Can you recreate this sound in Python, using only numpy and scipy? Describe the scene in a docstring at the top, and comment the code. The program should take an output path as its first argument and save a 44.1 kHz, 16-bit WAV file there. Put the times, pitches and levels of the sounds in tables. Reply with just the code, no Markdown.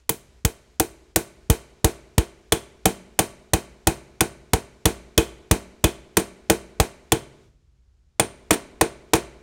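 """Sharp cracks of a hammer on steel, close up in a small workshop: three blows a second, with one pause.
The hammer drives a bearing onto an alternator shaft through a hand-held steel tube. Each blow cracks in
the steel, pings the damped tube and knocks the housing on its bench; some also shove air at the
microphone. The room answers from behind, over a low rumble. The phone is so near that it overloads on
every blow; its noise gate shuts in the pause."""
import sys
import numpy as np
from scipy import signal
from scipy.fft import rfft, irfft, next_fast_len
from scipy.io import wavfile

SR = 44100
rng = np.random.default_rng(int(sys.argv[2]) if len(sys.argv) > 2 else 0)


def generate_wav(signal):
    """Clip the signal to [-1, 1] and save it as 16-bit WAV at the path in sys.argv[1]."""
    frames = np.transpose(np.atleast_2d(signal))
    scaled = np.clip(frames, -1, 1) * 32767
    pcm = np.round(scaled).astype(np.int16)
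    wavfile.write(sys.argv[1], SR, pcm)


N = 415422
TIME = np.arange(N) / SR
AGE = np.arange(SR // 4) / SR  # seconds into one short sound

# room tone: f/Hz, relative spectral level/dB
ROOM_TONE = [(25, -14.5), (45, 0.5), (64, 3.5), (100, -11), (200, -21), (380, -19), (700, -24), (2500, -28),
             (7000, -30.5), (11000, -42), (16000, -52)]
# the workshop's answer: f/Hz, early reflections/dB, late tail/dB, late t60/s
ROOM_BANDS = [(60, -4.5, -0.5, 2.8), (200, 5.5, 1, 1.3), (375, 6.5, 2.5, 1.1), (660, -3, -6, 1),
              (1400, 1.5, -1.5, 0.88), (2620, 3, 2.5, 0.75), (4970, -5, -0.5, 0.53),
              (9700, -4.5, -3.5, .48), (10900, -4.5, -8.5, 0.49), (16000, -9.5, -9, .23)]
# modes of housing and bench: f/Hz, level/dB, t60/s
HOUSING_MODES = [(59.6, -28, 0.94), (100, -19, 0.24), (136, -5, 0.11), (165, -5, 0.038), (186.3, -5, 0.16),
                 (216, -8.5, 0.0098), (304.4, -7, 0.12), (332.6, -4, 0.13), (405.7, -13.5, 0.18),
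                 (455.6, -3, 0.12), (530, -5.5, 0.015), (614, -1.5, 0.055), (700, -5, 0.021),
                 (767, -0.5, 0.055), (852, -12.5, 0.089), (957, -11, 0.054), (1135, -18.5, 0.11),
                 (1300, -18.5, 0.036), (1485, -10, 0.053), (2167, -15, 0.047), (2404, -14, 0.054),
                 (2520, -14, 0.089), (4220, -17, .05), (4340, -20.5, .05), (7340, -18, 0.087),
                 (7250, -22.5, .05)]
# the hand-held tube, bending modes below 5 kHz and wall modes above: f/Hz, level/dB, t60/s
TUBE_MODES = [(2944, -13.5, 0.026), (3120, -5.5, 0.041), (3388, -2.5, 0.036), (3544, -4.5, 0.022),
              (8677, -5.5, 0.022), (8785, -4, 0.022), (8982, -3, 0.021), (9350, -2, 0.011),
              (9750, -12, 0.019)]
# spectrum of the crowd of short steel modes: f/Hz, level/dB
STEEL_SPECTRUM = [(60, -4.5), (200, 2), (700, 9), (1200, 0.5), (1700, -2.5), (2300, 0), (2800, -7),
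                  (4100, -3), (4900, -5.5), (6400, -1), (8000, -2), (9200, -3), (10500, -5.5),
                  (16000, -9.5)]
# the tube chatters on the bearing after a blow: t/s, level/dB, length/s
REBOUNDS = [(4.552, -35, 0.0085), (6.191, -26, 0.013), (6.515, -27, 0.0089), (8.526, -17.5, 0.022),
            (9.1525, -21, .004), (9.162, -25, 0.0043)]
# the contact dulls as the bearing goes home: t/s, hardness as treble tilt/dB
CONTACT_HARDNESS = [(.09, 11.5), (1.85, 2.5), (5.5, -.5), (7.1, -0.5), (9.13, -7)]
# hammer blows: t/s, strength/dB, tube clank/dB, air thump/dB
HAMMER_BLOWS = [(0.0933, 1, -15.5, -33), (0.45, -4, -16, -7.5), (0.7986, -.5, -14.5, -18.5),
                (1.16, 1, -22, -17.5), (1.5, 0, -8.5, -1.5), (1.845, 0, -27, -4),
                (2.181, -3.5, -10.5, -2.5), (2.522, 0, -4.5, -15.5), (2.8558, 1.5, -8, -12.5),
                (3.1905, 1.5, -6.5, -22.5), (3.5348, 0, -13.5, -9), (3.8711, 0.5, -12.5, -9),
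                (4.2072, -.5, -13.5, -18), (4.5339, -1.5, -14, -7.5), (4.8556, 1.5, -6.5, -8),
                (5.178, 2.5, -1.5, -6), (5.512, 1, -8.5, -5), (5.8413, 1, -1, -4.5), (6.1698, 1, -11, -20),
                (6.4989, 1.5, -10.5, -16.5), (6.8, 0, -12.5, -5.5), (7.1203, -0.5, -5.5, -16.5),
                (8.197, -0.5, -8, -31), (8.5076, 2.5, -9, -19), (8.8117, .5, -25, -17.5),
                (9.1346, 3, -6, -17)]


def undb(db):
    """Decibels to amplitude."""
    return 10 ** (np.asarray(db) / 20)


def fade(t, t60):
    """Exponential decay, 60 dB down after t60."""
    return np.exp(-np.minimum(np.log(1000) * t / t60, 60))


def swell(t, rise_s):
    """Smooth rise from 0 to 1."""
    return 1 - np.exp(-np.minimum(t / rise_s, 6) ** 2)


def unit(x):
    """Scale to rms 1."""
    return x / np.sqrt(np.mean(x ** 2))


def along(hz, points, values):
    """Read a spectrum on a log-frequency axis."""
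    return np.interp(np.log(np.maximum(hz, 1)), np.log(points), values)


def colour(x, spectrum, tilt_db=0):
    """Filter by a spectrum (f/Hz, level/dB), with a tilt that reaches tilt_db at 11 kHz."""
    hz = np.arange(len(x) // 2 + 1) * SR / len(x)
    db = along(hz, *np.transpose(spectrum)) + tilt_db * hz / (SR / 4)
    return irfft(rfft(x) * undb(db), len(x))


def add(out, s, sound):
    """Mix a sound in at time s."""
    i = int(s * SR)
    out[i:i + len(sound)] += sound[:N - i]


def modes(table, t):
    """The free ring of each mode (f/Hz, level/dB, t60/s), one row a mode."""
    hz, db, t60 = np.transpose(table)[:, :, None]
    return undb(db) * np.sin(2 * np.pi * hz * t) * fade(t, t60)


def strike(ringing, scatter_db):
    """Each contact point weights the modes anew; neighbouring modes start in opposite directions."""
    count = len(ringing)
    weight = (-1) ** np.arange(count) * undb(scatter_db * rng.standard_normal(count))
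    return weight @ ringing


def room_tone(db=-58):
    """The workshop at rest: low rumble and faint hiss."""
    white = rng.standard_normal(next_fast_len(N, True))
    return undb(db) * unit(colour(white, ROOM_TONE))[:N]


def workshop(x, early_db=-41, late_db=-58, early_t60=0.17, rise_s=0.0023):
    """Dense early reflections off bench and tools, then a faint tail that loses its treble first."""
    t, hz = TIME[:SR], np.arange(SR // 2 + 1)
    white = rfft(rng.standard_normal(SR))
    centres_hz = np.transpose(ROOM_BANDS)[0]
    response = 0
    for share, (_, early, late, t60) in zip(np.eye(len(ROOM_BANDS)), ROOM_BANDS):
        band = irfft(white * along(hz, centres_hz, share), SR)
        decay = undb(early_db + early) * fade(t, early_t60) + undb(late_db + late) * fade(t, t60)
        response = response + band * decay
    return signal.fftconvolve(x, response * swell(t, rise_s))[:N]


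def air_thumps(db=5.0, lead_s=.002, end_hz=47, drop_hz=235, glide_s=.005):
    """Air shoved ahead of the hammer buffets only the microphone: a few swings that slow down."""
    hz = end_hz + drop_hz * np.exp(-AGE / glide_s)
    thump = np.sin(2 * np.pi * np.cumsum(hz) / SR) * fade(AGE, t60=0.07) * swell(AGE, rise_s=0.0023)
    out = np.zeros(N)
    for s, *_, air in HAMMER_BLOWS:
        add(out, s - lead_s, undb(db + air) * thump)
    return out


def housing_knock(rise_s=0.0061, extra_db=8, settle_s=.011):
    """The blow travels down the shaft into housing and bench, whose first strong swings soon settle."""
    t = TIME[:SR // 2]
    first_swings = 1 + undb(extra_db) * (1 - swell(t, settle_s))
    return modes(HOUSING_MODES, t) * swell(t, rise_s) * first_swings


def tube_ring(tube, ping_db, clank_db):
    """A blow on the rim pings the wall; an off-centre blow also bends the tube, which clanks."""
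    bending = np.transpose(TUBE_MODES)[0] < 5000
    gains = undb(np.where(bending, clank_db, ping_db))
    return strike(tube * gains[:, None], scatter_db=2)


def room_crack(hard_db, size=256):
    """The crack summed over all directions, as the room receives it: its peaks and dips even out."""
    return unit(colour(signal.unit_impulse(size, "mid"), STEEL_SPECTRUM, hard_db))


def crack(hard_db, steel, t60=.022, fresh_db=3):
    """Hammer, bearing and rotor: modes too close to hear apart; a hard contact favours the high ones."""
    size = len(steel)
    fresh = undb(fresh_db) * rng.standard_normal(size)  # partly new at each blow
    return unit(colour(steel + fresh, STEEL_SPECTRUM, hard_db)) * fade(AGE[:size], t60)


def chatter(tube, steel, db=-3, count=4):
    """The tube bounces on the bearing: runs of tiny rebounds, each a soft crack and a ping."""
    out = np.zeros(N)
    for start, level, length in REBOUNDS:
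        for s in start + length * (np.arange(count) + rng.random(count) / 2) / count:
            add(out, s, undb(db + level) * crack(hard_db=-1, steel=steel))
            add(out, s, undb(db + level) * tube_ring(tube, ping_db=-1, clank_db=-10))
    return out


def contact(s, strength, air, seating_s=0.72, loose_knock_db=-9, loose_ping_db=-23.5):
    """Hardness, knock and ping of a blow in dB: until the bearing tightens, housing and tube ring less."""
    loose = np.exp(-s / seating_s)
    # a stronger blow is brighter and knocks the housing harder
    hard = np.interp(s, *np.transpose(CONTACT_HARDNESS)) + .9 * strength
    knock = 1.3 * strength + loose_knock_db * loose
    ping = -.36 * air + loose_ping_db * loose  # following through with a thump damps the ping
    return hard, knock, ping


def hammering(tube, steel, ping_db=-11.5, clank_db=-3, knock_db=-17.0):
    """Hammer on tube, blow by blow: what goes straight to the microphone, and what goes into the room."""
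    direct, to_room = np.zeros(N), np.zeros(N)
    housing = housing_knock()
    for s, strength, clank, air in HAMMER_BLOWS:
        hard, knock, ping = contact(s, strength, air)
        ring = tube_ring(tube, ping_db + ping, clank_db + clank)
        thud = undb(knock) * strike(housing, scatter_db=3.0)
        add(direct, s, undb(strength) * crack(hard, steel))
        add(direct, s, ring)
        add(direct, s, undb(knock_db) * thud)
        add(to_room, s, undb(strength - 5) * room_crack(hard))
        add(to_room, s, undb(-2) * ring)
        add(to_room, s, undb(-18.5) * thud)
    return direct, to_room


def scene():
    """One microphone at the bench: steel and shoved air up close, the workshop behind."""
    tube = modes(TUBE_MODES, AGE)
    steel = rng.standard_normal(size=2048)  # the part that all cracks share
    direct, to_room = hammering(tube, steel)
    rebounds = chatter(tube, steel)
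    return (direct + rebounds + workshop(to_room + rebounds) + air_thumps() + room_tone())[None]


def gate(x, open_db=-20, hold_s=.28, close_s=.07, depth_db=-13, split_hz=230):
    """Noise gate: turns all but the rumble down once nothing loud has come for a while."""
    loud = np.abs(x) > undb(open_db)
    last_loud = np.maximum.accumulate(np.where(loud, TIME, -hold_s), axis=-1)
    idle = np.maximum(TIME - last_loud - hold_s, 0)
    closed = 1 - np.exp(-idle / close_s)
    rumble = signal.sosfiltfilt(signal.butter(2, split_hz, fs=SR, output="sos"), x)
    return rumble + (x - rumble) * undb(depth_db * closed)


def record(dry, ceiling=0.48, knee=4, top_hz=15900):
    """The close microphone flattens the peaks; the phone gates the quiet and cuts the top."""
    clipped = dry / (1 + np.abs(dry / ceiling) ** knee) ** (1 / knee)
    lowpass = signal.ellip(8, .2, 70, top_hz, fs=SR, output="sos")
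    return signal.sosfilt(lowpass, gate(clipped))


dry = scene()
out = record(dry)
generate_wav(out)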